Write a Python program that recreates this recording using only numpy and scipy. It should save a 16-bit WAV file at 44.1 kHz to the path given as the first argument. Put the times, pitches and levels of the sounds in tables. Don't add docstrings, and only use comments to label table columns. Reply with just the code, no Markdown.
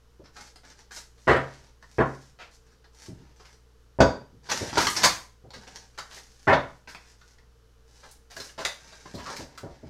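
import sys
import numpy as np
from scipy import signal
from scipy.fft import rfft, irfft
from scipy.io import wavfile

SR = 44100
rng = np.random.default_rng(int(sys.argv[2]) if len(sys.argv) > 2 else 0)


def bounce(signal):
    frames = np.transpose(np.atleast_2d(signal))
    limited = np.clip(frames, -1, 1)
    pcm = np.round(limited * 32767).astype(np.int16)
    wavfile.write(sys.argv[1], SR, pcm)


N = 436149
T = np.arange(N) / SR
FFT_SIZE = 4096
FREQS = np.maximum(np.arange(FFT_SIZE // 2 + 1) * SR / FFT_SIZE, 1)

# pitch_hz, fade_s
ROOM_FADES = [(100, 0.44), (500, 0.34), (1500, 0.35), (5000, 0.33), (9000, 0.37), (15000, 0.37)]
# pitch_hz, level_db
AIR_COLOUR = [(20, -3.5), (40, -6.5), (90, -16.5), (170, -16.5), (350, -23), (415, -20), (450, -9),
              (510, -20.5), (650, -28), (1400, -25.5), (2200, -34), (5800, -33), (8500, -41.5),
              (15500, -45)]
# pitch_hz, level_db
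HUM_TONES = [(59.6, -57), (119.5, -66.5), (3010, -85)]
# fastest_moment_s, length_s, level_db, brightness_db_per_octave
SLIDES = [(0.443, .18, -53.5, -0.5), (0.694, 0.092, -55.5, -2), (0.789, 0.066, -56.5, -2),
          (0.97, .1, -45.5, 3), (1.276, 0.2, -62, 2.5), (1.542, 0.44, -58, -3), (2.129, 0.52, -62, 1),
          (2.541, 0.057, -62.5, 4.5), (2.713, 0.12, -66.5, -3.5), (3.038, 0.18, -57, 1),
          (3.246, 0.24, -66, -6), (3.482, 0.26, -62.5, -1), (4.479, 0.084, -54, -3.5),
          (4.551, 0.078, -38, -0.5), (4.642, 0.18, -40, -1.5), (4.822, 0.17, -33.5, -3.5),
          (4.93, 0.15, -41.5, 6.5), (5.016, 0.12, -32, -2.5), (5.748, 0.34, -57.5, -2.5),
          (6.164, 0.11, -47.5, 1.5), (6.443, 1, -64, 1.5), (7.086, 0.18, -61.5, 0), (7.278, 0.21, -67.5, 0),
          (8.06, 0.32, -60.5, 0.5), (8.446, .19, -51, 3), (9.028, 0.52, -55.5, -2),
          (9.359, 0.23, -45, -2.5), (9.705, 0.83, -62.5, -5.5)]
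# pitch_hz, level_db
SLIDE_COLOUR = [(80, -5), (300, -3), (650, -7.5), (900, 0.5), (1150, -9.5), (1600, -1), (2400, -6),
                (3300, -8), (4700, -1.5), (6000, -0.5), (8000, -10), (11000, -18), (15500, -30.5)]
# start_s, level_db, brightness_db_per_octave, length_s, pitch_hz
SNAPS = [(0.24, -53.5, -3.5, 0.02, 5300), (0.358, -45, -4, 0.018, 1400), (0.558, -51.5, 0.5, 0.0028, 8800),
         (0.633, -53, -3.5, 0.01, 1590), (0.908, -45.5, -2, .007, 1650), (1.826, -50.5, -2, 0.0016, 1690),
         (2.389, -41.5, -4, 0.025, 2620), (2.842, -57, -5.5, 0.0063, 4460),
         (3.397, -52.5, -6, 0.0081, 5460), (3.449, -52.5, 0, .007, 2200), (4.004, -14, -7, 0.0029, 1440),
         (4.489, -33.5, -4.5, 0.011, 5140), (4.497, -30, 1.5, 0.0079, 1430), (4.513, -25, -1, 0.0047, 6040),
         (4.729, -34.5, -6, .002, 5500), (4.771, -20, -6, 0.0058, 990), (4.778, -20.5, -0.5, 0.0033, 900),
         (4.803, -25, 3.5, .013, 1290), (4.869, -21.5, 0, .0015, 1260), (4.964, -26.5, 2.5, 0.0035, 5400),
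         (5.033, -14.5, 2, 0.009, 990), (5.038, -16.5, -2.5, 0.0046, 4770), (5.046, -18.5, 2.5, .004, 6800),
         (5.505, -50, -1.5, 0.00087, 4600), (5.535, -42.5, -1.5, 0.01, 4200),
         (5.669, -49.5, -3.5, 0.0058, 2800), (5.759, -42.5, -.5, 0.0003, 5870),
         (5.977, -40.5, -1.5, 0.0054, 1890), (5.985, -35.5, -.5, .004, 1250),
         (6.107, -46, -1.5, 0.016, 3020), (6.528, -20.5, -10.5, 0.007, 3620),
         (6.874, -44.5, -5, .004, 2415), (6.883, -44.5, 3.5, 0.022, 1500),
         (6.948, -42.5, -2.5, 0.0016, 2600), (7.212, -56.5, -0.5, 0.0033, 1490),
         (7.382, -59.5, -1.5, 0.0037, 1987), (8.031, -48, -4.5, .014, 790),
         (8.112, -52.5, 11, 0.0023, 9830), (8.302, -46, 3, 0.021, 734), (8.365, -39.5, 4, 0.0037, 1640),
         (8.4, -39, 2.5, .004, 4030), (8.579, -34, -3, 0.016, 550), (8.601, -40.5, 2, 0.012, 1470),
         (8.649, -29, -0.5, 0.0024, 1980), (8.651, -27, 1, 0.00094, 3700), (8.924, -49.5, -3, .006, 3900),
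         (9.055, -44.5, -10.5, 0.0059, 4560), (9.145, -45.5, 6.5, 0.008, 4160),
         (9.18, -39, -1.5, 0.018, 970), (9.257, -34.5, -3, 0.022, 1180), (9.362, -44.5, 8, .005, 3780),
         (9.576, -42, 3.5, 0.0047, 1350)]
# pitch_hz, level_db
SNAP_COLOUR = [(80, -11.5), (300, -9), (650, -4), (950, -2), (1250, -2.5), (1650, -1), (2500, -9),
               (3700, -7.5), (4700, -5), (6200, -9), (8000, -18), (11000, -25.5), (15500, -31)]
# start_s, level_db, treble_limit_hz, bass_boost_db
BUMPS = [(.195, -49, 430, 7), (3.084, -39, 270, 7.5), (3.205, -53.5, 252, -3), (4.330, -53, 220, 2),
         (4.518, -39.5, 600, -9), (4.610, -32, 504, 2.5), (5.440, -48, 417, 5.5), (5.561, -49, 338, 14),
         (8.367, -43.5, 650, 0), (8.58, -38.5, 650, -21), (9.142, -36, 554, 5), (9.299, -44.5, 600, -8),
         (9.394, -40.5, 704, 6), (9.633, -37, 740, 8), (9.83, -43.5, 450, 14)]
# pitch_hz, level_db, fade_s
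GLASS_TONES = [(3712, -9, .35), (4716, 0, .33), (4735, -2, .36), (6060, -5, .1), (6551, -8, .24)]
# pitch_hz, level_db, fade_s
BOOM_TONES = [(68, -2, .22), (109, -11, 0.15), (134.6, 0.5, 0.49), (164, -3, 0.19), (226.3, -0.5, 0.088),
              (268.4, 2, .3), (381, -2, 0.13), (397.2, 3, 0.11), (430, -9, 0.1), (493, -10.5, 0.35),
              (574, -4.5, 0.36), (657, 4, 0.27), (782, -5, 0.36), (972, 2.5, 0.35), (988, -5.5, 0.34),
              (1350, -4.5, 0.29), (1597, -10.5, 0.27), (1790, -6, 0.25)]
# pitch_hz, level_db
BLOW_COLOUR = [(45, -25.5), (65, -2), (200, -4), (600, 2), (1150, -3.5), (1900, -2), (2400, -10),
               (4500, -15.5), (8000, -17), (15000, -22.5)]
# start_s, level_db, treble_limit_hz, bass_boost_db,
# corner_early_s, corner_relative_db, settle_s, last_packet_drop_db
KNOCKS = [(1.278, -14, 2400, -1.5, .006, -11, 0.078, 6), (2.001, -17, 1550, 5, .017, -2.5, 0.024, 21),
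          (4.003, -10, 870, 3.5, .015, -13, .02, 24.5), (6.477, -14, 1840, -5, .006, -11, .055, 5)]


def gain(db):
    return 10 ** (np.asarray(db) / 20)


def curve_at(points, hz):
    pitches, values = np.transpose(points)
    return np.interp(np.log(hz), np.log(pitches), values)


def unit(x):
    return x / np.sqrt(np.sum(x ** 2))


def add(track, start_s, x):
    i = max(int(start_s * SR), 0)
    track[i:i + len(x)] += x[:max(N - i, 0)]


def through(x, response):
    return signal.fftconvolve(x, response)[:N]


def click(colour_db):
    cepstrum = irfft(np.log(gain(colour_db)))
    cepstrum[1:FFT_SIZE // 2] *= 2
    cepstrum[FFT_SIZE // 2 + 1:] = 0
    return unit(irfft(np.exp(rfft(cepstrum))))


def card_colour(points, brightness):
    bass_cut_db = 10 * np.log10(1 + (45 / FREQS) ** 4)
    return curve_at(points, FREQS) + brightness * np.log2(1 + FREQS / 900) - bass_cut_db


def grains(count, spread_db):
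    sizes = gain(spread_db * np.minimum(rng.exponential(size=count), np.log(1000)))
    return unit(rng.standard_normal(count) * sizes) * np.sqrt(count)


def contact(length_s, scrape, spread_db):
    age = T[:SR // 7] / length_s
    force = scrape * unit(grains(len(age), spread_db) * np.sqrt(age) * np.exp(-age))
    force[0] += 1
    return force


def ringing(tones):
    t = T[:SR // 2]
    return unit(sum(gain(db - 60 * t / fade_s) * np.sin(2 * np.pi * hz * t) for hz, db, fade_s in tones))


def room(x, direct_db):
    t = T[:16384]
    hz = np.maximum(np.fft.rfftfreq(len(t), 1 / SR), 1)
    noise = rfft(rng.standard_normal(len(t)))
    pitches, fades = np.transpose(ROOM_FADES)
    tail = np.zeros(len(t))
    for fade_s, one_band in zip(fades, np.eye(len(fades))):
        band = curve_at(np.c_[pitches, one_band], hz)
        tail += irfft(noise * band) * gain(-60 * t / fade_s)
    early_boost = 1 + 1.2 * np.exp(-t / 0.018)
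    fade_in = 1 - np.exp(-t / 0.0017)
    response = unit(tail * early_boost * fade_in)
    response[0] += gain(direct_db)
    return signal.fftconvolve(x, unit(response))


def background():
    air = through(rng.standard_normal(N), click(curve_at(AIR_COLOUR, FREQS)))
    waver_db = 1.5 * np.interp(T, np.linspace(0, T[-1], 16), rng.standard_normal(16))
    hum = sum(gain(db) * np.sin(2 * np.pi * hz * T) for hz, db in HUM_TONES)
    return gain(-61.5) * air + gain(waver_db) * hum


def slides(run_up, flicks_per_s=110, flick_s=0.0012, flick_depth=2.5):
    out = np.zeros(N)
    slips = (rng.random(N) < flicks_per_s / SR) * rng.random(N)
    flare = 1 + flick_depth * through(slips, np.exp(-T[:SR // 20] / flick_s))
    friction = unit(grains(N, spread_db=5.5) * flare) * np.sqrt(N)
    for fastest_s, length_s, db, brightness in SLIDES:
        start_s = fastest_s - run_up * length_s
        end_s = start_s + length_s
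        span = slice(max(int(start_s * SR), 0), int(end_s * SR))
        speed = np.interp(T[span], [start_s, fastest_s, end_s], [0, 1, 0])
        rub = through(friction[span] * speed ** 0.46, click(card_colour(SLIDE_COLOUR, brightness)))
        add(out, start_s, room(gain(db) * rub, direct_db=-4))
    return out


def edge_ticks(run_up, low_hz=1400, high_hz=5500, tick_s=0.0054, brightness=-1):
    rows = []
    for fastest_s, length_s, db, _ in SLIDES:
        start_s = fastest_s + length_s * (rng.random() - run_up)
        tick_db = db + rng.uniform(-1.5, -0.5)
        pitch_hz = low_hz * (high_hz / low_hz) ** rng.random()
        rows.append((start_s, tick_db, brightness, tick_s, pitch_hz))
    return rows


def snaps(rows, peak_db=9, width_octaves=0.2):
    out = np.zeros(N)
    for start_s, db, brightness, length_s, pitch_hz in rows:
        boost_db = peak_db / (1 + (np.log2(FREQS / pitch_hz) / width_octaves) ** 2)
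        colour = card_colour(SNAP_COLOUR, brightness) + boost_db
        snap = unit(through(contact(length_s, scrape=6.2, spread_db=4), click(colour)))
        add(out, start_s, room(gain(db) * snap, direct_db=-3.5))
    return out


def blows(rows, length_s, scrape, steepness):
    force, thuds = np.zeros(N), np.zeros(N)
    for start_s, db, treble_hz, bass_db in rows:
        treble_cut_db = 10 * np.log10(1 + (FREQS / treble_hz) ** steepness)
        bass_lift_db = bass_db / (1 + (FREQS / 280) ** 2)
        push = click(curve_at(BLOW_COLOUR, FREQS) - treble_cut_db + bass_lift_db)
        add(force, start_s, gain(db) * push)
        patter = unit(through(contact(length_s, scrape, spread_db=2), push))
        add(thuds, start_s, room(gain(db) * patter, direct_db=-8.5))
    return force, thuds


def bumps(settle_s=0.028, lighter_db=8):
    settling = [(start_s + settle_s, db - lighter_db, treble_hz, bass_db)
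                for start_s, db, treble_hz, bass_db in BUMPS]
    return blows(BUMPS + settling, length_s=0.0067, scrape=4, steepness=5.5)


def glass_clink(start_s, level_db):
    out = np.zeros(N)
    ring = ringing(GLASS_TONES)
    add(out, start_s, gain(level_db) * ring)
    add(out, start_s, gain(level_db - 8) * unit(room(ring, direct_db=-22)))
    return out


def boom(force):
    return through(force, ringing(BOOM_TONES))


def knocks(packets=5, jitter=0.4):
    rows = []
    for start_s, db, treble_hz, bass_db, early_s, corner_db, settle_s, drop_db in KNOCKS:
        rows.append((start_s - early_s, db + corner_db, treble_hz, bass_db))
        nudges = jitter * rng.uniform(-1, 1, packets)
        nudges[0] = 0
        for progress in (np.arange(packets) + nudges) / (packets - 1):
            rows.append((start_s + settle_s * progress, db - drop_db * progress, treble_hz, bass_db))
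    return blows(rows, length_s=0.0027, scrape=1.5, steepness=4.68)


def scene():
    run_up = 0.63
    knock_force, knock_thuds = knocks()
    bump_force, bump_thuds = bumps()
    booming = gain(-17.5) * boom(knock_force + bump_force)
    glass = glass_clink(start_s=4.005, level_db=-33)
    snapping = snaps(SNAPS + edge_ticks(run_up))
    hits = gain(-2.5) * knock_thuds + gain(0.5) * bump_thuds + booming + glass + snapping
    hit_gain = np.sqrt(SR * 0.025)
    rubbing = gain(4) * slides(run_up)
    return (hit_gain * hits + rubbing + background())[None]


def record(dry):
    soften_hz, ceiling, cutoff_hz = 14500, 0.56, 15900
    soft = signal.sosfilt(signal.butter(4, soften_hz, fs=SR, output="sos"), dry)
    rounded = soft / (1 + (soft / ceiling) ** 6) ** (1 / 6)
    return signal.sosfilt(signal.ellip(10, 0.2, 80, cutoff_hz, fs=SR, output="sos"), rounded)


dry = scene()
out = record(dry)
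bounce(out)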